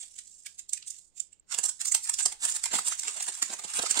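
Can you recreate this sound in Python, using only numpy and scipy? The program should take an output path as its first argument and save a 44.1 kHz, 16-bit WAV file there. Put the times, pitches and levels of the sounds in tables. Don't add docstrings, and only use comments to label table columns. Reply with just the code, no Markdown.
import sys
import numpy as np
from scipy import signal
from scipy.fft import rfft, irfft
from scipy.io import wavfile

SR = 44100
rng = np.random.default_rng(int(sys.argv[2]) if len(sys.argv) > 2 else 0)


def materialize(psi):
    bounded = np.clip(np.atleast_2d(psi).T, -1, 1)
    quanta = np.round(bounded * 32767).astype(np.int16)
    wavfile.write(sys.argv[1], SR, quanta)


N = 176400

# pitch_hz, level_db
CREASE_TONE = [(1500, -55.5), (3500, -11), (5200, -5.5), (7500, 0.04), (9500, -0.5), (12000, -4.5),
               (15500, -1)]
SHEET_TONE = [(400, -38.5), (700, -11), (1050, -5), (2200, -4.5), (4300, -5), (7000, -15), (12000, -47.5)]
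# pitch_hz, level_db
LEFT_PORT_TONE = [(150, -1.5), (500, -1), (2500, -1), (5900, -0.5), (7700, 1), (8950, 7.5), (10000, -3),
                  (12200, -13.5), (15500, -18.5)]
RIGHT_PORT_TONE = [(150, -8.5), (600, -0.05), (4200, 4), (5900, 7.5), (6700, 11.5), (7500, 15.5),
                   (8300, 13), (10000, -2.5), (12000, -10), (15500, -17)]


def amp(db):
    return 10 ** (np.asarray(db) / 20)


def read(table, hz):
    pitches, values = np.transpose(table)
    return np.interp(np.log(hz + 1), np.log(pitches + 1), values)


def add(mix, start, sound):
    sound = sound[:, max(-start, 0):]
    part = mix[:, max(start, 0):][:, :sound.shape[1]]
    part += sound[:, :part.shape[1]]


def ring(tone, size=2048):
    hz = abs(np.fft.fftfreq(size, 1 / SR))
    gain = amp([read(tone, hz) + read(port, hz) for port in (LEFT_PORT_TONE, RIGHT_PORT_TONE)])
    spectrum = np.exp(signal.hilbert(np.log(gain + 1e-6)).conj())
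    ringing = np.fft.ifft(spectrum).real[:, :size // 2]
    return ringing / np.sqrt(np.sum(ringing ** 2) / 2)


def snaps(size, per_s=4500, spread_db=0.5):
    hits = rng.random(size) < per_s / SR
    strength_db = spread_db * np.minimum(rng.standard_normal(size), np.sqrt(2))
    signs = rng.choice([-1, 1], size)
    aim_db = 2 * rng.uniform(-0.26, 1, (2, size))
    return hits * signs * amp(strength_db + aim_db)


def buckle(peak_s, spread_s, levels_db, bodies):
    # time_s, pitch_hz
    loose_film = [(1.35, 1930), (1.55, 556)]
    size = 2 * (bodies[0].shape[1] - 1)
    t, hz = (np.arange(size) - size // 2) / SR, np.fft.rfftfreq(size, 1 / SR)
    steepness = np.where(t < 0, 1.7, 2.11)
    from_peak = np.sqrt((t / spread_s) ** 2 + 0.24) - np.sqrt(0.24)
    shape = np.exp(-steepness / 2 * from_peak)
    swarm = rfft(shape * snaps(size))
    for colour_db, points in ((2, 44), (1.5, 14)):
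        bumps = np.interp(hz, np.geomspace(200, 16000, points), rng.standard_normal(points))
        swarm *= amp(colour_db * bumps)
    left_delay_s = 0.000605 * rng.uniform(-1.009, 1.948)
    swarm[0] *= np.exp(-2j * np.pi * hz * left_delay_s)
    crease, sheet, *carton = [swarm * body for body in bodies]
    ring_hz, ring_db, width_hz = rng.uniform(6840, 9070), 2, 200
    crease *= amp(ring_db / (1 + ((hz - ring_hz) / width_hz) ** 2))
    treble_db = 0.14 * (levels_db[0] + 28.5)
    crease *= amp(np.interp(hz, (5100, 11000), (0, treble_db)))
    lowest_hz = np.interp(peak_s, *np.transpose(loose_film))
    sheet *= hz ** 4 / np.hypot(hz ** 4, lowest_hz ** 4)
    parts = zip(levels_db, [crease, sheet, *carton])
    spectrum = sum(amp(db) * part / (np.linalg.norm(part) + 1e-12) for db, part in parts)
    return irfft(spectrum) * np.sqrt(size * np.sum(shape ** 2))


def rustle(per_s=95, spread_s=0.0037, size=2048):
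    # time_s, crease_db, sheet_db
    sliding = [(0.0, -55.5, -68.5), (0.3, -53.5, -75), (0.55, -57.5, -80), (0.66, -90, -78),
               (0.95, -49, -61), (1.08, -63.5, -95), (1.13, -83, -83), (1.47, -99, -84), (1.6, -85, -54),
               (1.77, -54.5, -95), (1.87, -59, -81), (2.3, -61, -87), (2.37, -74, -90), (2.5, -49, -55),
               (3.0, -40.5, -52.5), (3.33, -38, -48), (3.6, -49.5, -57), (3.95, -38, -39.5)]
    times, *curves = np.transpose(sliding)
    out = np.zeros((2, N))
    bodies = [rfft(ring(tone), size) for tone in (CREASE_TONE, SHEET_TONE)]
    for slot_s in np.arange(0, N / SR, 1 / per_s):
        peak_s = slot_s + rng.random() / per_s
        uneven_db = 4.5 * rng.uniform(-0.72, 1)
        levels_db = [np.interp(peak_s, times, curve) + uneven_db for curve in curves]
        add(out, round(peak_s * SR) - size // 2, buckle(peak_s, spread_s, levels_db, bodies))
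    return out


def crinkles(size=8192):
    # peak_s, spread_s, crease_db, sheet_db, carton_db
    folds = [(0.012, 0.026, -42, -53, -82), (0.034, 0.0038, -41, -48, -65),
             (0.164, 0.0042, -46.5, -60, -85), (0.19, 0.004, -36.5, -45.5, -92),
             (0.466, 0.0047, -37.5, -42, -71.5), (0.594, 0.005, -36.5, -48.5, -95),
             (0.696, 0.003, -34.5, -64, -86), (0.735, 0.0027, -23.5, -37, -64),
             (0.777, 0.0027, -37, -44, -83), (0.828, 0.0019, -47.5, -42.5, -90),
             (0.881, 0.0062, -34.5, -56.5, -77.5), (0.906, 0.0031, -32, -56.5, -75),
             (0.988, 0.0023, -43, -75, -85), (1.18, 0.0089, -43.5, -60, -101),
             (1.202, 0.0021, -27, -46.5, -92), (1.33, 0.0053, -53.5, -62.5, -81),
             (1.524, 0.0077, -30.5, -36.5, -73), (1.545, 0.0031, -26.5, -32.5, -47),
             (1.589, 0.0039, -21.5, -34.5, -44.5), (1.64, 0.0029, -20, -37.5, -47),
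             (1.657, 0.0064, -23.5, -41, -54), (1.693, 0.0045, -24, -42.5, -83),
             (1.814, 0.0053, -27, -38, -60), (1.856, 0.0034, -25.5, -39.5, -76),
             (1.88, 0.0083, -26, -49.5, -73), (1.922, 0.0032, -18.5, -39.5, -59.5),
             (1.949, 0.0035, -16, -28, -49.5), (2.044, 0.0088, -33, -64, -75),
             (2.057, 0.0063, -37, -45.5, -75), (2.076, 0.0059, -35, -45, -76),
             (2.097, 0.003, -21, -34, -63), (2.141, 0.0035, -24.5, -42, -70),
             (2.193, 0.0059, -25.5, -36.5, -84), (2.206, 0.0059, -28, -35, -68),
             (2.234, 0.011, -27, -54, -65), (2.26, 0.0027, -16, -27.5, -39.5),
             (2.324, 0.0044, -34.5, -42.5, -50.5), (2.438, 0.011, -29.5, -37.5, -56.5),
             (2.454, 0.0045, -21, -36, -47), (2.488, 0.011, -30.5, -40, -67),
             (2.501, 0.0036, -27, -55, -71), (2.518, 0.0072, -29.5, -45.5, -61),
             (2.553, 0.0067, -29.5, -42.5, -70), (2.565, 0.0041, -28, -38.5, -65),
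             (2.64, 0.0027, -22, -33.5, -61), (2.66, 0.0038, -25.5, -33, -51.5),
             (2.72, 0.0069, -36, -38.5, -54), (2.739, 0.0054, -26, -31.5, -38.5),
             (2.753, 0.0052, -25, -30.5, -44.5), (2.765, 0.01, -30, -37, -70),
             (2.79, 0.0048, -25.5, -33.5, -42), (2.872, 0.0094, -28, -40, -57),
             (2.883, 0.006, -24.5, -40.5, -52), (2.924, 0.01, -30.5, -37, -63),
             (2.996, 0.0025, -25.5, -42.5, -66), (3.035, 0.003, -33, -38.5, -66),
             (3.053, 0.0071, -39, -43.5, -57.5), (3.082, 0.0052, -28, -33, -47.5),
             (3.175, 0.0098, -37, -43, -52), (3.206, 0.004, -31, -37, -49.5),
             (3.227, 0.0027, -27, -43.5, -77), (3.285, 0.0053, -29, -35.5, -46.5),
             (3.427, 0.0031, -19, -29, -46), (3.502, 0.0039, -38, -41.5, -46.5),
             (3.525, 0.008, -39, -44, -51), (3.538, 0.0046, -31.5, -39, -48),
             (3.594, 0.0046, -37, -43, -48), (3.647, 0.0064, -35.5, -41, -51),
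             (3.701, 0.014, -39.5, -44.5, -68), (3.74, 0.0026, -30, -38.5, -69),
             (3.756, 0.0031, -33, -56, -55), (3.768, 0.013, -29, -37, -50.5),
             (3.794, 0.004, -26, -29.5, -33.5), (3.826, 0.005, -27.5, -34, -62),
             (3.838, 0.0025, -35, -43, -34), (3.865, 0.0056, -29.5, -31, -51),
             (3.911, 0.007, -21.5, -34.5, -47), (3.959, 0.005, -31, -36, -45),
             (3.976, 0.005, -24.5, -28, -38.5), (3.996, 0.0036, -21.5, -27.5, -39)]
    # pitch_hz, level_db
    carton_tone = [(50, -43.5), (200, -4.5), (370, -0.5), (600, 3), (850, 2.5), (4000, -69.5)]
    out = np.zeros((2, N))
    bodies = [rfft(ring(tone), size) for tone in (CREASE_TONE, SHEET_TONE, carton_tone)]
    for peak_s, spread_s, *levels_db in folds:
        add(out, round(peak_s * SR) - size // 2, buckle(peak_s, spread_s, levels_db, bodies))
    return out


def room(sound, near_db=-10.5, near_decay_s=0.0011, tail_db=-6.5, size=24000):
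    # pitch_hz, fade_s
    fade_times = [(300, 0.19), (4000, 0.23), (15000, 0.15)]
    t = np.arange(size) / SR
    bounces = rng.standard_normal((2, 2, size)) * (rng.random((2, 2, size)) < 0.15) * (t > 0.001)
    hz, age_s, spectra = signal.stft(bounces[0], SR, nperseg=256)
    fade = amp(-60 * age_s / read(fade_times, hz)[:, None])
    tail = signal.istft(spectra * fade, SR, nperseg=256)[1][:, :size]
    near = bounces[1] * np.exp(-t / near_decay_s)
    echo = sum(amp(db) * part / np.linalg.norm(part, axis=1, keepdims=True)
               for part, db in ((tail, tail_db), (near, near_db)))
    return signal.fftconvolve(sound, echo, axes=1)[:, :N]


def shifting_echoes(sound, patterns=6, turn_s=0.07):
    turn = np.arange(N) / SR / turn_s
    turns_away = [abs((turn + k) % patterns - patterns / 2) for k in range(patterns)]
    return sum(room(sound * np.cos(np.pi / 2 * np.minimum(away, 1))) for away in turns_away)


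def air(level_db=-74.5):
    # pitch_hz, level_db
    air_tone = [(15, -6), (25, -1), (219, -14.5), (588, -21), (7890, -46.5), (10900, -48), (15000, -43)]
    gain = amp(read(air_tone, np.fft.rfftfreq(N, 1 / SR)))
    noise = irfft(rfft(rng.standard_normal((2, N))) * gain, N)
    return amp(level_db) * noise / noise.std()


def cracks(decay_s=0.00099, size=1024):
    # start_s, level_db
    releases = [(0.465, -37), (0.734, -35), (1.59, -33), (1.948, -21.5), (2.097, -33)]
    # pitch_hz, level_db
    crack_tone = [(2000, -22), (5000, -11.5), (8000, -17.5), (11500, 6), (15500, -1)]
    out, ringing = np.zeros((2, N)), ring(crack_tone)
    shape = np.exp(-np.arange(size) / SR / decay_s)
    for start_s, level_db in releases:
        burst = signal.fftconvolve(shape * snaps(size), ringing, axes=1)
        burst *= np.linalg.norm(shape) * np.sqrt(2) / (np.linalg.norm(burst) + 1e-12)
        add(out, round(start_s * SR), amp(level_db) * burst)
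    return out


def short_tones(rows, rise_s, decay_s, size=3000):
    out, t = np.zeros((2, N)), np.arange(size) / SR
    shape = (1 - np.exp(-t / rise_s)) * np.exp(-t / decay_s)
    for start_s, pitch_hz, level_db in rows:
        gain = amp([[level_db + read(port, pitch_hz)] for port in (LEFT_PORT_TONE, RIGHT_PORT_TONE)])
        wave = np.sin(2 * np.pi * pitch_hz * t + rng.random((2, 1)))
        add(out, round(start_s * SR), gain * shape / shape.max() * wave)
    return out


def pings():
    # start_s, pitch_hz, level_db
    flips = [(0.467, 2250, -38.5), (0.733, 8130, -30.5), (1.202, 7240, -30.5), (1.329, 7680, -54),
             (1.397, 7600, -58.5), (1.591, 426, -44), (1.949, 727, -37), (2.096, 8900, -29),
             (2.788, 1254, -26), (2.922, 1320, -31.5), (3.910, 7410, -22.5)]
    return short_tones(flips, rise_s=0.00059, decay_s=0.0025)


def finger_rumble(level_db=-69.5, pitch_hz=39.3, span_s=(1.83, 3.12)):
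    low_band = signal.butter(2, [pitch_hz / 2, pitch_hz * np.sqrt(2)], "band", fs=SR, output="sos")
    noise = signal.sosfilt(low_band, rng.standard_normal((2, N)))
    progress = np.interp(np.arange(N) / SR, span_s, (0, 1))
    swell = np.sqrt(abs(np.sin(np.pi * progress)))
    return amp(level_db) * swell * noise / noise.std()


def knocks():
    # start_s, pitch_hz, level_db
    bumps = [(2.738, 274, -33.5), (2.756, 249, -39), (3.649, 149, -49), (3.797, 65.6, -49),
             (3.908, 177, -48), (3.973, 304, -35)]
    return short_tones(bumps, rise_s=0.0019, decay_s=0.0036)


def scene():
    # time_s, level_db
    hand_shade = [(0, 0), (.95, -1), (1.2, -6.5), (1.5, -2), (2.3, 1), (3.7, 2), (3.91, -1.5)]
    pack = crinkles() + cracks() + rustle() + knocks()
    mix = pack + pings() + shifting_echoes(pack)
    mix[0] *= amp(np.interp(np.arange(N) / SR, *np.transpose(hand_shade)))
    return mix + finger_rumble() + air()


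def record(dry, cutoff_hz=15850):
    low_pass = signal.firwin(511, cutoff_hz, window=("kaiser", 9), fs=SR)
    return signal.oaconvolve(dry, low_pass[None], "same")


dry = scene()
out = record(dry)
materialize(out)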